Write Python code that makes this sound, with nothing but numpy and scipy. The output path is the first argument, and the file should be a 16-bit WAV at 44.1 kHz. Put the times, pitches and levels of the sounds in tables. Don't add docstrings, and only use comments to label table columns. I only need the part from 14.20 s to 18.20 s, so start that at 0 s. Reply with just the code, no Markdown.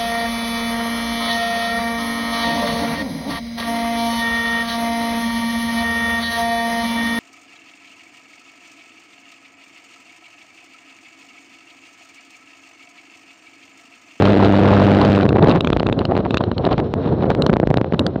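import sys
import numpy as np
from scipy import signal
from scipy.fft import rfft, irfft
from scipy.io import wavfile
from scipy.ndimage import uniform_filter1d

SR = 44100
rng = np.random.default_rng(int(sys.argv[2]) if len(sys.argv) > 2 else 0)


def int16_out(signal):
    q = np.round(np.clip(np.atleast_2d(signal).T, -1, 1) * 32767)
    wavfile.write(sys.argv[1], SR, q.astype(np.int16))


N = 176400
T = np.arange(N) / SR
KNOCK_MS = 0.74

# pitch_hz, level_db, t60_ms
HOUSING_MODES = [(2870, 1.5, 7), (3952, 7, 5.4), (4680, 2, 3.26), (1170, -5, 6.4), (8500, -23, 3.0)]


def mount_chatter(rate_hz=99.2, end_s=1.033, jitter_ms=0.33, choke_db=22.5):
    # time_s, level_db
    strength = [(0, -2), (.3, -2.5), (.6, -1), (.76, -2), (.8, -4), (.86, -3), (.91, -2.5), (.985, -2.5),
                (1.03, -9)]
    # time_s, delay_ms
    rebound_delay = [(0, 1.7), (.12, 2.8), (.145, 1.1), (.2, 2.1), (.55, 2.82), (.72, 2.62), (.96, 2.07),
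                     (.985, 1.26), (1.03, 2.5)]
    # time_s, level_db
    scrape_level = [(0, -22), (.09, -8.5), (.13, -26), (.24, -2.5), (.28, -22), (.39, -19), (.44, -17),
                    (.52, -11.5), (.67, -20), (.78, -14), (.88, -16), (.99, -34), (1.03, 3)]
    # frequency_hz, level_db
    grit_colour = [(500, -11.5), (1500, 2), (4000, -3.5), (5500, -13), (8000, -10), (16000, -17.5)]
    push_ms, rebound_ms, release_ms, recover_ms = 0.87, 1, 0.47, 6.6
    bounce_share, rattle_share = 0.37, 0.28
    out, scrape, load = np.zeros((3, N))
    starts = np.arange(.0007, end_s, 1 / rate_hz)
    scatter = np.clip(rng.standard_normal((128, 10)), -1.8, 1.8)
    luck = rng.random((128, 2))
    grit = noise(grit_colour)
    for s, chance, (rattle_luck, bounce_luck) in zip(starts, scatter, luck):
        near, ms = around(s)
        ms = ms - jitter_ms * chance[0]
        gain = undb(curve(strength, s))
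        back_ms = max(curve(rebound_delay, s) + 0.53 * chance[1], push_ms)
        free_ms = back_ms + rebound_ms
        push = shove(ms, push_ms, rise_ms=0.12, fall_ms=release_ms)
        sag = undb(-16.5) * shove(ms - push_ms, free_ms - push_ms, release_ms, release_ms)
        rebound = shove(ms - back_ms, rebound_ms, rise_ms=0.53 * np.exp(chance[4] / 2), fall_ms=release_ms)
        swing = push - sag - rebound
        age_ms = np.maximum(ms - free_ms, 0)
        recovery = np.tanh(age_ms / release_ms) * np.exp(-age_ms / recover_ms)
        swing -= recovery * swing.sum() / recovery.sum()
        rasp = undb(-19 + 3 * chance[8]) * bump(ms - back_ms, width=2.02) * grit[near]
        bounce = (bounce_luck < bounce_share) * undb(-6) * clack(ms - 6.5 - chance[3] / 2, chance[5])
        rattle = (rattle_luck < rattle_share) * undb(-33) * housing_ring(ms - free_ms, chance[5:])
        out[near] += gain * undb(0.3 * chance[9]) * (swing + rasp + bounce) + rattle
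        scrape_gain = gain * undb(curve(scrape_level, s) - 0.5 * chance[2])
        scrape[near] += scrape_gain * bump(ms - 4.62, width=4.3)
        load[near] += gain ** 2 * bump(ms, width=500 / rate_hz)
    return cut(out, 20, "high", order=1), scrape, undb(-choke_db * np.minimum(load, 1))


def mount_knocks(choke_db=10, choke_ms=13.4, choke_lag_ms=5.05):
    # start_s, level_db, rise_ms
    blows = [(1.054, 12, 0.18), (1.0625, -14, 0.62), (1.064, 6.5, 0.22), (1.107, 4.5, 0.84),
             (1.129, 5, 0.19), (1.151, -19, 0.21), (1.16, 7.5, 1), (1.184, 5, 0.21), (1.191, 5, 0.98),
             (1.245, 1, 0.1), (1.262, -1, 0.27), (1.275, 7, 0.2), (1.285, 4.5, 0.072), (1.292, -2, 0.3),
             (1.322, -5, 0.052), (1.339, -6, 0.26), (1.352, -4, 0.067), (1.360, 5.5, 0.14), (1.371, -3, .6),
             (1.503, 5.5, 0.11), (1.528, 5, .6), (1.565, 3, 0.27), (1.570, -2, 0.065), (1.605, 0.5, 0.17),
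             (1.631, 0.5, 0.12), (1.664, 1.5, 0.28), (1.689, -1, 0.14), (1.698, 1.5, 0.18),
             (1.811, 3.5, 0.59), (1.919, 1, 0.43), (1.953, 1, 0.17), (1.977, -0.5, 0.099),
             (2.052, -5.5, 0.14), (2.059, -2, 0.34), (2.208, 2.5, .3), (2.475, 4.5, 0.44),
             (2.581, -4, 0.083), (2.601, -4.5, 0.085), (2.739, -1.5, 0.034), (2.845, -9, 0.25),
             (3.011, -5, 0.38), (3.042, 4, 0.59), (3.104, -0.5, 0.098), (3.15, -3.5, 0.019),
             (3.291, 1, 0.48), (3.296, 12, 0.93), (3.301, 2.5, 0.055), (3.331, 7, 0.16), (3.361, -4, 0.28),
             (3.368, 4.5, 0.15), (3.400, 5.5, 0.15), (3.431, 8, 0.85), (3.437, 5, 0.52), (3.473, 6, 0.13),
             (3.504, 0, 0.047), (3.512, 5.5, 0.34), (3.542, 3, 0.11), (3.573, 7.5, 0.42),
             (3.583, -5.5, 0.19), (3.614, 6.5, 0.18), (3.645, -4.5, 0.16), (3.724, 2, 0.18),
             (3.741, -0.5, 1), (3.744, -10, 0.05), (3.961, 2, 0.38)]
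    out, load = np.zeros((2, N))
    for (s, db, rise_ms), (direction, pitch) in zip(blows, rng.standard_normal((len(blows), 2))):
        near, ms = around(s)
        pulse = np.sign(direction) * shove(ms, KNOCK_MS, rise_ms)
        out[near] += undb(db) * (pulse + undb(-19) * clack(ms, pitch))
        load[near] = np.maximum(load[near], undb(db) ** 2 * bump(ms - choke_lag_ms, choke_ms))
    return out, undb(-choke_db * np.minimum(load, 1))


def clack(ms, chance, typical_hz=792, detune=0.28):
    swings = ms / 1000 * typical_hz * np.exp(detune * chance)
    return np.sin(2 * np.pi * swings) * np.exp(-swings ** 2)


def housing_ring(ms, chances, spread_db=2, contact_ms=0.77):
    age_ms = np.maximum(ms, 0)
    modes = 0
    for (hz, db, t60_ms), chance in zip(HOUSING_MODES, chances):
        decay = undb(db + spread_db * chance - 60 * age_ms / t60_ms)
        modes += decay * np.sin(2 * np.pi * hz * age_ms / 1000 + chance)
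    return undb(6.5) * modes * (1 - np.exp(-(age_ms / contact_ms) ** 2))


def wind_roar(flicker_db=4):
    # time_s, level_db
    level = [(0, -34), (.7, -27), (.84, -13.5), (.99, -47), (1.04, -17), (1.23, -14), (1.31, -14),
             (1.42, -20.5), (1.8, -19), (2.2, -24), (2.4, -22), (2.55, -19), (2.78, -19.5), (3.0, -18),
             (3.2, -16.5), (3.4, -28), (3.55, -24.5), (3.75, -18), (4, -22)]
    # frequency_hz, level_db
    colour = [(25, -27), (40, -54.5), (70, -4), (115, 2), (250, -2), (380, -3.5), (550, -7), (900, -20),
              (1400, -29), (2400, -47.5), (5000, -86)]
    return noise(colour) * undb(curve(level) + flicker_db * walk(rate_hz=51))


def wind_buffets(scrape, grain_db=6, cracks_per_s=90, stray_db=-44):
    # middle_s, length_s, relative_db
    bursts = [(0.407, 0.058, -18.5), (0.532, 0.024, -18), (0.814, 0.034, -15), (1.162, 0.017, -10),
              (1.19, 0.015, -5.5), (1.273, 0.076, -11.5), (1.303, 0.057, -8), (1.361, 0.044, -12.5),
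              (1.532, 0.017, -11), (1.812, 0.027, -15), (1.92, 0.016, -11.5), (1.981, 0.052, -15),
              (2.057, 0.018, -14.5), (2.211, 0.011, -2.5), (2.467, 0.054, -14), (2.524, 0.036, -14),
              (2.591, 0.031, -16), (2.86, 0.081, -21.5), (3.037, 0.057, -18), (3.109, 0.019, -9),
              (3.741, 0.02, -12.5), (3.962, 0.007, -15.5)]
    # frequency_hz, level_db
    colour = [(25, -28), (50, -19.5), (120, 6.5), (300, 7.5), (600, 3), (1100, -4.5), (2000, -20.5),
              (3900, -21), (5200, -40.5), (9000, -65.5), (16000, -96.5)]
    swell = sum(undb(db) * bump(T - s, length_s) for s, length_s, db in bursts)
    turbulence = noise(colour) * undb(grain_db * np.minimum(walk(rate_hz=430), 1.5))
    rush = turbulence * (undb(-6) * swell + scrape)
    cracks = np.zeros(N)
    scatter = rng.standard_normal((1024, 3))
    for k, (offset, size, pitch) in enumerate(scatter[:int(cracks_per_s * N / SR)]):
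        s = np.clip((k + offset / 2) / cracks_per_s, 0, T[-1])
        near, ms = around(s)
        gain = (swell[int(s * SR)] + undb(stray_db)) * undb(5.5 + 3.5 * size)
        pulse = (-1) ** k * shove(ms, length_ms=0.68, rise_ms=0.17)
        cracks[near] += gain * (pulse + undb(-10.5) * clack(ms, pitch))
    return rush, cracks


def spray(lead_ms=0.619, detune=0.075):
    # burst_s, tick_db, thump_db
    drops = [(.024, -21.5, 11.5), (0.055, -14, 1), (.815, -13, 1), (0.851, -13.5, 4.5), (1.033, -27, -8),
             (1.091, -12.5, -1.5), (1.226, -17.5, -6), (1.273, -20.5, -22), (1.296, -16, 1),
             (1.305, -17, 3), (1.314, -15, -14), (1.408, -10.5, 1), (1.447, -19, 1.5), (1.473, -15.5, 1),
             (1.53, -15.5, -9.5), (1.598, -17.5, -10), (1.668, -17.5, -5), (1.727, -14, 0.5),
             (1.791, -16.5, -5.5), (1.853, -12, -2), (1.967, -25.5, 2), (2.108, -18, -1.5),
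             (2.144, -13, 3.5), (2.172, -10.5, 0.5), (2.18, -20, -40), (2.239, -22, -1), (2.316, -26.5, 0),
             (2.381, -17.5, -11.5), (2.452, -17, -3), (2.529, -21, -9), (3.222, -11.5, -2.5),
             (3.265, -13.5, 7.5), (3.338, -22, 3.5), (3.572, -15.5, -11), (3.794, -11, 0.5),
             (3.866, -10.5, -1.5)]
    fizz = cut(rng.standard_normal(N), 1200, "high", order=2)
    fizz = cut(fizz, 3800, "low", order=2)
    out = np.zeros(N)
    scatter = rng.standard_normal((len(drops), len(HOUSING_MODES)))
    for (s, tick_db, thump_db), chance in zip(drops, scatter):
        near, ms = around(s)
        thump = shove(ms + lead_ms, KNOCK_MS, rise_ms=0.24) + undb(-9) * clack(ms, chance[0])
        snap = undb(-6.5) * bump(ms, width=1.66) * fizz[near]
        ring = housing_ring((ms + lead_ms) * np.exp(detune * chance[-1]), chance)
        out[near] += undb(tick_db) * (snap + ring) + undb(thump_db) * thump
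    return out


def hull_slaps():
    # middle_s, pitch_hz, level_db, length_ms
    slaps = [(.514, 836, -10, 2.6), (.816, 980, -10.5, 4.8), (1.29, 288, -1.5, 11.3), (1.921, 703, -3, 3.4),
             (2.21, 600, -13, 7.6), (2.582, 159, -3.5, 7), (3.298, 135, -8, 12), (3.505, 147, -4.5, 11),
             (3.578, 135, -13, 26), (3.741, 160, -8, 7.6)]
    out = np.zeros(N)
    for (s, hz, db, length_ms), phase in zip(slaps, rng.random(len(slaps))):
        near, ms = around(s)
        swell = undb(db) * np.exp(-(2 * ms / length_ms) ** 2)
        out[near] += swell * np.sin(2 * np.pi * (hz * ms / 1000 + phase))
    return out


def hull_hiss(flicker_db=2.6):
    # time_s, level_db
    level = [(0, -56.5), (.8, -59), (1.1, -48), (1.4, -53.5), (1.9, -54.5), (2.5, -54), (3.0, -52),
             (3.5, -57.5), (4, -56)]
    # frequency_hz, level_db
    colour = [(800, -5), (1600, -11), (2600, -1), (4150, 2), (4700, -12.5), (5600, -13.5), (7000, -37.5),
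              (16000, -65)]
    return noise(colour) * undb(curve(level) + flicker_db * walk(rate_hz=60))


def deep_rumble():
    # time_s, level_db
    level = [(0, -37), (1.0, -51.5), (1.4, -54), (1.56, -27), (1.85, -44), (2.5, -35.5), (2.9, -37),
             (3.22, -37), (3.3, -31), (3.47, -18), (3.55, -50), (4, -41)]
    # frequency_hz, level_db
    colour = [(18, -8.5), (38, -3), (60, 13.5), (110, -23.5), (400, -70), (2000, -130)]
    return noise(colour) * undb(curve(level))


def shove(ms, length_ms, rise_ms, fall_ms=1):
    return (np.tanh(2 * ms / rise_ms) - np.tanh(2 * (ms - length_ms) / fall_ms)) / 2


def bump(t, width):
    return np.exp(-(2 * t / width) ** 4)


def around(s):
    near = slice(max(int((s - .03) * SR), 0), int((s + .03) * SR))
    return near, (T[near] - s) * 1000


def noise(colour):
    hz, db = np.array(colour, float).T
    bins_hz = np.arange(N // 2 + 1) * SR / N
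    gain = undb(np.interp(np.log(bins_hz + 1), np.log(hz), db))
    x = irfft(rfft(rng.standard_normal(N)) * gain, N)
    return x / x.std()


def walk(rate_hz):
    x = rng.standard_normal(N)
    for _ in range(2):
        x = uniform_filter1d(x, int(SR / rate_hz), mode="wrap")
    return x / x.std()


def curve(points, at=T):
    return np.interp(at, *np.array(points, float).T)


def cut(x, hz, kind, order):
    return signal.sosfilt(signal.butter(order, hz, kind, fs=SR, output="sos"), x)


def undb(db):
    return 10 ** (np.asarray(db) / 20)


def scene(port_hz=4540, leak_db=-30.5):
    wash = wind_roar() + hull_hiss()
    rumble = deep_rumble()
    buzz, scrape, buzz_duck = mount_chatter()
    gusts, cracks = wind_buffets(scrape)
    knocks, knock_duck = mount_knocks()
    singles = knocks + cracks + spray() + hull_slaps()
    singles = cut(singles, 110, "high", order=1)
    hits = buzz + cut(singles, 84, "high", order=2)
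    dulled = cut(hits, port_hz, "low", order=4) + undb(leak_db) * hits
    choked = (wash * buzz_duck + gusts) * knock_duck
    return (dulled + choked + rumble)[None]


def record(dry, ceiling=.74, bottom_hz=40, top_hz=16500):
    rounded = ceiling * np.tanh(dry / ceiling)
    thinned = cut(rounded, bottom_hz, "high", order=2)
    return signal.sosfilt(signal.ellip(8, .2, 70, top_hz, fs=SR, output="sos"), thinned)


dry = scene()
out = record(dry)
int16_out(out)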